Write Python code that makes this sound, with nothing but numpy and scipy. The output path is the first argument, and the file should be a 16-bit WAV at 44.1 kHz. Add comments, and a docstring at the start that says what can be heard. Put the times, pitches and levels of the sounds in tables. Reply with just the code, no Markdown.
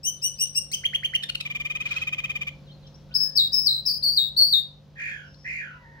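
"""Caged larks in a walled courtyard

Close to a two-port microphone, a phrase runs from thin seeps through rising hooks and dry chips into
a trill; loud slurred whistles and two harsh rasps follow. Membranes in the syrinx vibrate, throat and
beak filter the tone, and the walls reflect it. A bird scuffs the cage floor and pecks the wire;
others call farther off, over a faint motor hum and outdoor rumble."""
import sys
import numpy as np
from scipy import signal
from scipy.fft import rfft, irfft, next_fast_len
from scipy.io import wavfile
from scipy.ndimage import uniform_filter1d

SR = 44100
rng = np.random.default_rng(int(sys.argv[2]) if len(sys.argv) > 2 else 0)


def store_wav(level_fs):
    """Save 16-bit WAV to argv[1]."""
    pcm = np.round(np.clip(np.atleast_2d(level_fs), -1, 1) * 32767)
    wavfile.write(sys.argv[1], SR, pcm.T.astype(np.int16))


N = 264600
FREQS = np.fft.rfftfreq(N, 1 / SR)
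TIME = np.arange(N) / SR

# The gesture of a chip. Each row: share of the note's length, pitch factor, relative level in dB.
CHIP_GESTURE = [(0, 0.62, -10.5), (0.301, 0.72, -10.5), (0.55, 0.97, -1), (0.798, 0.96, 3.5),
                (0.998, 0.76, -19.5)]


def whistles():
    """Pitch and effort move together: held notes scoop up and settle; slurs peak as they drop."""
    # Each row: start and length in seconds, peak, settled and final pitch in Hz, level in dB,
    # quivers per second, swing as a share of the pitch.
    held_notes = [(3.14, .06, 5350, 5074, 5100, -22.5, 150, 0.035),
                  (3.19, 0.11, 5280, 5170, 5160, -25.5, 96, 0.028),
                  (3.52, .14, 5316, 5175, 5210, -22.5, 80, 0.032),
                  (3.852, 0.13, 5430, 4910, 5003, -22.5, 240, 0.043),
                  (4.024, .145, 4714, 4475, 4740, -21, 120, 0.028),
                  (4.364, .14, 4626, 4422, 4660, -16.5, 117, 0.031)]
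    # Each row: start, length and time to the drop in seconds, top and bottom pitch in Hz,
    # levels of drop and tail in dB before the fade, quivers per second.
    slurs = [(3.353, .125, .025, 5300, 3870, -13.5, -18, 81),
             (3.649, .16, .022, 5450, 4020, -14.5, -21, 61),
             (4.161, .13, .014, 4830, 3840, -16, -20.5, 126), (4.504, .11, .026, 4620, 3740, -15, -17, 96)]
    scoop_s, settle_s = 0.013, 0.034
    fall_hz_per_s, slur_settle_s = 52000, 0.016
    out = np.zeros(N)
    for s, length, peak_hz, settled_hz, final_hz, db, rate, swing in held_notes:
        t = np.arange(0, length, 1 / SR)
        hz = np.interp(t, [0, scoop_s, settle_s, length], [.87 * peak_hz, peak_hz, settled_hz, final_hz])
        effort_db = np.interp(t, [0, scoop_s, 0.49 * length, length], [-13.5, 0, 0, -14])
        add(out, s, whistle(hz, db + effort_db, rate, swing * np.minimum(t / settle_s, 1)))
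    for s, length, drop_s, top_hz, bottom_hz, db, tail_db, rate in slurs:
        t = np.arange(0, length, 1 / SR)
        hz = np.clip((top_hz + bottom_hz) / 2 - fall_hz_per_s * (t - drop_s), bottom_hz, top_hz)
        tail_swing = 0.03 * np.clip(2 * (t - drop_s) / slur_settle_s - 1, 0, 1)
        effort_db = np.interp(t, [0, drop_s, drop_s + slur_settle_s], [db - 18, db, tail_db])
        fade_db = -14 * (t / length) ** 2
        add(out, s, whistle(hz, effort_db + fade_db, rate, tail_swing))
    return out


def whistle(hz, db, rate, swing):
    """Coupled frequency and amplitude modulation of a nearly pure tone; echoes turn it into beating."""
    # Throat and beak response. Each row: frequency in Hz, gain in dB.
    throat = [(2000, -24), (2700, -28.5), (3700, 5), (5400, -3), (7200, -4.5), (8900, 1.5), (11000, -4.5),
              (15500, 2.5)]
    turn = 2 * np.pi * np.cumsum(rate * (1 + .12 * wander(len(hz), 36))) / SR
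    quiver = swing * np.sin(turn + .5 * np.sin(turn))  # lopsided swings
    level_db = db + .7 * wander(len(hz), 30) - 80 * quiver  # softer as the pitch swings up
    pitch = uniform_filter1d(hz, size=200) * (1 + quiver)
    tone = syrinx(pitch, throat, overtone_db=-22.5, jitter=.008, hiss_db=-37, half_db=-17.5)
    return amp(level_db) * tone


def seeps():
    """Resonance favours the second harmonic of thin rising notes; a hoarser note ends the run."""
    # Each row of both: start and length in seconds, pitch in Hz, level in dB.
    thin_notes = [(.031, 0.076, 3084, -22.5), (.217, 0.067, 3023, -20.5), (.384, .066, 2978, -19.5),
                  (.547, 0.047, 2925, -19)]
    hoarse_notes = [(.715, .041, 3200, -24.5)]
    # Each row: share of the note's length, pitch factor, relative level in dB.
    gesture = [(0, .82, -25.5), (.12, 0.875, -14), (.35, 0.94, -4.5), (.6, .985, -1), (.85, 0.97, -2.5),
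               (1, .96, -19.5)]
    # Throat and beak response. Each row: frequency in Hz, gain in dB.
    throat = [(1800, -21), (3050, -2.5), (4300, 6.5), (5100, 12.5), (5900, 14), (7200, -13.5), (8600, 10.5),
              (10000, -23.5), (12000, -6.5), (15000, -4)]
    thin = syllables(thin_notes, gesture, throat, overtone_db=-7, jitter=.0015, hiss_db=-36)
    hoarse = syllables(hoarse_notes, CHIP_GESTURE, throat,
                       overtone_db=-16, jitter=.0077, hiss_db=-13.5, half_db=-41)
    return thin + hoarse


def chatter(flick_hz=4600, flick_s=0.0063, flick_db=-25.5):
    """Two-sided voicing: the syrinx's other side ends each hook in a flick; quicker dry chips follow."""
    # Each row of both: start and length in seconds, pitch in Hz, level in dB.
    hook_notes = [(0.831, 0.036, 3416, -19), (.926, 0.036, 3293, -20), (1.023, .04, 3290, -20.5),
                  (1.128, 0.036, 3267, -17.5)]
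    chip_notes = [(1.226, 0.018, 1880, -25.5), (1.288, 0.016, 1514, -24), (1.347, 0.011, 1510, -23),
                  (1.401, 0.014, 1363, -25.5)]
    # Each row: share of the note's length, pitch factor, relative level in dB.
    hook_gesture = [(0, .33, -45), (0.301, 0.61, -9), (.5, 0.79, -14.5), (.62, 0.9, 0.5), (.74, 0.96, 1),
                    (.87, 0.95, 1), (1, 0.88, -3)]
    # Throat and beak responses. Each row: frequency in Hz, gain in dB.
    hook_throat = [(600, -36), (1300, 8), (3300, -7), (4500, 2), (6400, -5), (7800, -10), (9300, -8),
                   (11000, -21), (12700, -8.5), (15500, -23)]
    chip_throat = [(700, -30), (3000, 15.5), (4200, 6.5), (6500, -13), (9000, -10), (15500, -23)]
    hooks = syllables(hook_notes, hook_gesture, hook_throat, overtone_db=-25, jitter=.0022, hiss_db=-40)
    flick_pitch = flick_hz * np.geomspace(1, .93, int(flick_s * SR))
    for s, length, _, db in hook_notes:
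        add(hooks, s + length - flick_s, amp(db + flick_db) * pure_note(flick_pitch))
    chips = syllables(chip_notes, CHIP_GESTURE, chip_throat, overtone_db=-1, jitter=.012, hiss_db=-14)
    return hooks + chips


def trill(count=20, start_s=1.45, gap_s=.04835, slowing_s=.00058, loudest_s=2.01):
    """Slowing, arched notes each end in a flick as the third harmonic falls into a throat resonance."""
    # Each row: share of the note's length, pitch factor, relative level in dB.
    gesture = [(0, .94, -15), (.2, .99, -4), (.45, 1.01, -1), (.64, .99, -4), (.74, 1.05, -15),
               (.85, .88, -5), (1, .72, -24)]
    # Throat and beak response. Each row: frequency in Hz, gain in dB.
    throat = [(1000, -15.5), (1750, -7), (2450, 6), (3200, 7), (3900, -22), (7000, -20), (9300, -47.5),
              (12000, -23.5), (13500, -47)]
    k = np.arange(count)
    starts = start_s + gap_s * k + slowing_s * k * (k - 1) / 2
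    levels_db = -24.5 - 13 * (starts - loudest_s) ** 2 + .7 * rng.standard_normal(count)
    lengths = .028 * (1 + .05 * rng.standard_normal(count))
    pitches_hz = 1241.3 + 12.5 * (levels_db + 23.5)  # stronger notes are higher
    notes = zip(starts, lengths, pitches_hz, levels_db)
    return syllables(notes, gesture, throat, overtone_db=3, jitter=.011, hiss_db=-20, half_db=-14)


def rasps(rest_hz=1376, upper_hz=2300, hold_s=0.074, fade_db_per_s=110):
    """Biphonation: where the fluttering call is rough, the syrinx's other side joins in higher up."""
    # Each row: start and length in seconds, top pitch in Hz, time to the top, width of the rise and
    # attack in seconds, overtone gain in dB, final flutters per second, level in dB.
    calls = [(4.955, .335, 1788, .07, .21, .044, -20, 42, -34),
             (5.442, .34, 2116, 0.084, .115, 0.0135, -28, 66, -34)]
    # Throat and beak response. 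Each row: frequency in Hz, gain in dB.
    throat = [(800, -5), (1700, -7.5), (2450, 19), (3300, 0.5), (3800, -17), (5400, -15), (6700, -13),
              (7800, -41), (11000, -24), (14000, -52)]
    out = np.zeros(N)
    for s, length, top_hz, top_s, width_s, attack_s, overtone_db, last_rate, level_db in calls:
        t = np.arange(0, length, 1 / SR)
        hz = rest_hz + (top_hz - rest_hz) * np.exp(-((t - top_s) / width_s) ** 2)
        onset_db = -21 * np.maximum(1 - t / attack_s, 0)
        fade_db = -fade_db_per_s * np.maximum(t - top_s - hold_s, 0)
        rough = 1 / (1 + ((t - .1) / .064) ** 6)  # the voice breaks up while pushed hardest
        rate = np.geomspace(62, last_rate, len(t)) * (1 + 0.094 * wander(len(t), 50))
        arch = abs(np.sin(np.pi * np.cumsum(rate) / SR)) - 2 / np.pi
        flutter = 1 + 0.15 * arch
        lower = syrinx(hz * flutter, throat, overtone_db, jitter=0.014 + 0.023 * rough, hiss_db=-26)
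        upper = syrinx(upper_hz * flutter, throat, overtone_db=3.5, jitter=0.0575, hiss_db=-24)
        upper_share = 0.67 * rough
        voice = np.sqrt(1 - upper_share) * lower + np.sqrt(upper_share) * upper
        add(out, s, amp(level_db + onset_db + fade_db + 4.9 * arch) * voice)
    return out


def syllables(notes, gesture, throat, overtone_db, jitter, hiss_db, half_db=-np.inf):
    """One gesture modulates the pitch and amplitude of every note, never quite alike."""
    out = np.zeros(N)
    share, bend, effort_db = np.transpose(gesture)
    for s, length, hz, db in notes:
        progress = np.linspace(0, 1, int(length * SR))
        pitch = hz * np.interp(progress, share, bend) * (1 + 0.015 * wander(len(progress), 160))
        envelope = amp(db + np.interp(progress, share, effort_db))
        add(out, s, envelope * syrinx(pitch, throat, overtone_db, jitter, hiss_db, half_db))
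    return out


def syrinx(hz, throat, overtone_db, jitter, hiss_db, half_db=-np.inf):
    """Source and filter: a jittering membrane tone and air hiss pass the throat; power is near 1."""
    size = len(hz)
    phase = 2 * np.pi * np.cumsum(hz * (1 + jitter * wander(size, 484))) / SR
    order = np.arange(1, 25)[:, None] / 2  # unequal cycles add half-order lines
    source_db = overtone_db * (order > 1) + np.where(order % 1 > 0, half_db, 0)
    gains = amp(source_db + read(throat, order * hz)) * (order * hz < SR / 2)
    tone = (gains * np.sin(order * phase)).sum(0) / np.sqrt((gains ** 2).sum(0) / 2)
    soft_edges = signal.windows.tukey(size, min(0.0016 * SR / size, 1))
    return (tone + amp(hiss_db) * coloured_noise(size, throat)) * soft_edges


def pure_note(hz, waver_hz=55):
    """Random frequency modulation makes a soft-edged sine waver."""
    hz = hz + waver_hz * wander(len(hz), 500)
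    return unit(np.sin(2 * np.pi * np.cumsum(hz) / SR)) * signal.windows.tukey(len(hz), .2)


def scuff(peak_s=1.936, width_s=0.089, level_db=-43.5, grain_db=3):
    """Friction on the cage floor gives a grainy rustle that swells and dies away."""
    # Each row: frequency in Hz, relative spectral density in dB.
    spectrum = [(700, -23), (1400, -3.5), (3000, 3), (6000, -12), (8000, -22), (10000, -28), (15000, -42)]
    rustle = unit(coloured_noise(N, spectrum) * amp(grain_db * wander(N, 230)))
    return amp(level_db) * rustle * np.exp(-((TIME - peak_s) / width_s) ** 2)


def peck(start_s=5.344, hz=4380, level_db=-44, decay_s=0.00094):
    """An impact on the cage wire excites one heavily damped mode: a tiny dry tick."""
    out, t = np.zeros(N), TIME[:SR // 50]
    add(out, start_s, amp(level_db) * np.sin(2 * np.pi * hz * t) * np.exp(-t / decay_s))
    return out


def far_birds(twitter_swing=.16, twitter_period_s=.065, buzz_hz=5350):
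    """Frequency-modulated calls, faint with distance: twitters, rising glides, a buzz and a low cry."""
    # Each row: start and length in seconds, centre pitch in Hz, final level in dB.
    twitters = [(0.166, .05, 4220, -57), (0.421, 0.057, 3840, -50), (2.663, 0.075, 3640, -49.5),
                (2.823, 0.063, 3680, -52)]
    # Each row: start and length in seconds, first and last pitch in Hz, level in dB.
    glides = [(0.35, 0.024, 3300, 4900, -57), (2.868, 0.012, 4900, 6160, -51.5),
              (2.941, 0.023, 5040, 5980, -51.5), (3.092, .25, 1430, 1791, -57),
              (3.11, 0.027, 2397, 4460, -49.5)]
    # Each row: time in seconds, level in dB.
    buzz_curve = [(5.2, -63), (5.4, -57), (5.58, -60)]
    # Each row: time in seconds, pitch in Hz, level in dB.
    cry_curve = [(5.74, 1015, -62), (5.85, 945, -49.5), (5.93, 921, -52), (6, 916, -49)]
    # Throat and beak response. 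Each row: frequency in Hz, gain in dB.
    cry_throat = [(450, -31.5), (950, 13.5), (1850, 25.5), (2800, -24.5), (6000, -32), (8000, -50)]
    out = np.zeros(N)
    for s, length, hz, db in twitters:
        swing = np.cos(2 * np.pi * np.arange(0, length, 1 / SR) / twitter_period_s)
        rise_db = np.linspace(-7, 0, len(swing))
        add(out, s, amp(db + rise_db) * pure_note(hz * (1 + twitter_swing * swing)))
    for s, length, first_hz, last_hz, db in glides:
        add(out, s, amp(db) * pure_note(np.geomspace(first_hz, last_hz, int(length * SR))))
    s, db = follow(buzz_curve)
    hz = buzz_hz * (1 + .04 * wander(len(db), 520))
    buzz = unit(np.sin(2 * np.pi * np.cumsum(hz) / SR))
    add(out, s, amp(db) * buzz * signal.windows.tukey(len(hz), .5))
    s, hz, db = follow(cry_curve)
    add(out, s, amp(db) * syrinx(hz, cry_throat, overtone_db=-5, jitter=0.047, hiss_db=-20))
    return out


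def hum():
    """Periodic vibration of a distant motor gives spectral lines that waver a little."""
    # Each row: frequency in Hz, level in dB.
    lines = [(146.6, -52), (195.6, -62), (538.3, -67)]
    drifting_time = np.cumsum(1 + 0.00401 * wander(N, 2.96)) / SR
    out = np.zeros(N)
    for hz, db in lines:
        envelope = amp(db + 0.41 * wander(N, 2.8))
        out += envelope * unit(np.sin(2 * np.pi * (hz * drifting_time + rng.random())))
    return out


def air(mid_band_db=-62):
    """Partly coherent noise: outdoor rumble and soft hiss, most alike at the two ports in the bass."""
    # Each row: frequency in Hz, relative spectral density in dB.
    spectrum = [(20, -28), (50, 0), (130, -4.5), (230, -8.5), (350, -17), (550, -16.5), (1200, -26.5),
                (2100, -33), (4000, -29), (6000, -35), (8000, -50), (15500, -50)]
    # Each row: frequency in Hz, correlation between left and right.
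    correlation = [(30, 0.79), (130, 0.9), (500, 0.71), (3000, 0.67)]
    left, independent = rfft(rng.standard_normal((2, N)))
    likeness = read(correlation, FREQS)
    right = likeness * left + np.sqrt(1 - likeness ** 2) * independent
    ports = np.array([left, right]) * amp(read(spectrum, FREQS))
    mid_band_rms = irfft(ports[0] * (FREQS > 250) * (FREQS < 900), N).std()
    return irfft(ports, N) / mid_band_rms * amp(mid_band_db)


def courtyard(sound, direct_db, echo_db, tail_db):
    """Superposition of direct sound, early reflections and the diffuse reverberation of the walls."""
    # Echoes off cage floor, table and wall. Each row: delay in seconds, left gain, right gain.
    echoes = [(.0021, 0.67, -0.12), (.0047, -0.28, 0.15), (.0083, -0.021, -.14)]
    # Each row: frequency in Hz, seconds to decay by 60 dB.
    decay_times = [(3000, .31), (5500, .33), (9000, .28), (15000, .2)]
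    # Each row: frequency in Hz, phase lead of the left port in radians.
    port_lead = [(0, 0), (1500, 1), (2400, 2.3), (3100, 3.6), (4000, 4.1), (5300, 8.1), (7000, 10),
                 (8300, 13.8), (9500, 15.4), (12000, 19.4), (15000, 28)]
    size, reflections_per_s = SR * 3 // 4, 3000
    taps = rng.choice([-1., 1.], (2, size)) * (rng.random((2, size)) < reflections_per_s / SR)
    hz, t, bands = signal.stft(taps, SR, nperseg=256)
    decay = amp(-60 * t / read(decay_times, hz)[:, None])
    tail = signal.istft(bands * decay, SR, nperseg=256)[1]
    tail *= np.minimum(TIME[:tail.shape[1]] / 0.0064, 1)
    tail /= np.sqrt(np.mean(abs(rfft(tail))[:, size // 20:size // 7] ** 2))  # unit gain in the song band
    reverberation = signal.fftconvolve(sound[None], tail, axes=1)[:, :N]
    early = sum(np.outer([left, right], np.exp(-2j * np.pi * FREQS * s)) for s, left, right in echoes)
    right_lag = np.exp(-1j * np.outer([0, 1], np.interp(FREQS, *np.transpose(port_lead))))
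    near = (amp(direct_db) + amp(echo_db) * early) * right_lag
    return irfft(rfft(sound) * near, N) + amp(tail_db) * reverberation


def amp(db):
    """Decibels to gain."""
    return 10 ** (np.asarray(db) / 20)


def pan(left_db):
    """Left and right gains for a level difference of left_db."""
    return amp(left_db * np.array([[.5], [-.5]]))


def unit(x):
    """Scales to rms 1."""
    return x / np.sqrt(np.mean(x ** 2) + 1e-20)


def read(points, hz):
    """Interpolates a spectrum on a log-frequency axis."""
    f, value = np.transpose(points)
    return np.interp(np.log(hz + 1), np.log(f + 1), value)


def follow(rows):
    """Start time and every column of a curve, interpolated sample by sample."""
    s, *columns = np.transpose(rows)
    t = np.arange(s[0], s[-1], 1 / SR)
    return s[0], *(np.interp(t, s, column) for column in columns)


def add(mix, s, sound):
    """Superposes a sound on the mix at s seconds."""
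    part = mix[max(round(s * SR), 0):][:len(sound)]
    part += sound[:len(part)]


def wander(size, hz):
    """Random motion of rms near 1, low-passed at hz."""
    f = np.fft.rfftfreq(next_fast_len(size + SR // 20), 1 / SR)
    spectrum = rng.standard_normal(len(f)) + 1j * rng.standard_normal(len(f))
    return unit(irfft(spectrum / (1 + (f / hz) ** 4)))[:size]


def coloured_noise(size, spectrum):
    """White noise filtered to a spectrum, at rms 1."""
    gains = amp(read(spectrum, np.fft.rfftfreq(size, 1 / SR)))
    return unit(irfft(rfft(rng.standard_normal(size)) * gains, size))


def scene():
    """Directivity: the near birds face different ways, so each has its own share of echo."""
    # The swell of hum and air. Each row: time in seconds, gain in dB.
    swell = [(.4, -1), (2.3, 3.5), (4.7, -1)]
    birds = courtyard(seeps(), direct_db=0.5, echo_db=-3, tail_db=-6.5)
    birds += courtyard(chatter(), direct_db=-1, echo_db=-2, tail_db=-10.5)
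    birds += pan(left_db=-1) * courtyard(trill(), direct_db=1, echo_db=0, tail_db=-12)
    birds += courtyard(whistles(), direct_db=-0.5, echo_db=3.5, tail_db=-6.5)
    birds += pan(left_db=-1.5) * courtyard(rasps(), direct_db=-2, echo_db=0, tail_db=-3.5)
    birds += courtyard(scuff() + peck(), direct_db=-1, echo_db=5, tail_db=-3)
    birds += courtyard(far_birds(), direct_db=-4, echo_db=-14, tail_db=-8)
    return birds + amp(np.interp(TIME, *np.transpose(swell))) * (hum() + air())


def record(dry, cutoff_hz=15900):
    """Each microphone port has its own frequency response; a low-pass filter limits the band."""
    # Each row: frequency in Hz, left minus right level in dB.
    balance = [(400, 0), (1350, 3), (1700, -5.5), (2300, 0), (3100, -.5), (4200, 1.5), (4900, 5.5),
               (6500, 7.5), (8700, -14), (10900, -2), (12400, -5), (14500, 7)]
    tilt = pan(read(balance, FREQS))
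    ports = irfft(rfft(dry) * tilt / np.sqrt((tilt ** 2).mean(0)), N)
    low_pass = signal.firwin(511, cutoff_hz, window=("kaiser", 9), fs=SR)
    return signal.oaconvolve(ports, low_pass[None], "same")


dry = scene()
out = record(dry)
store_wav(out)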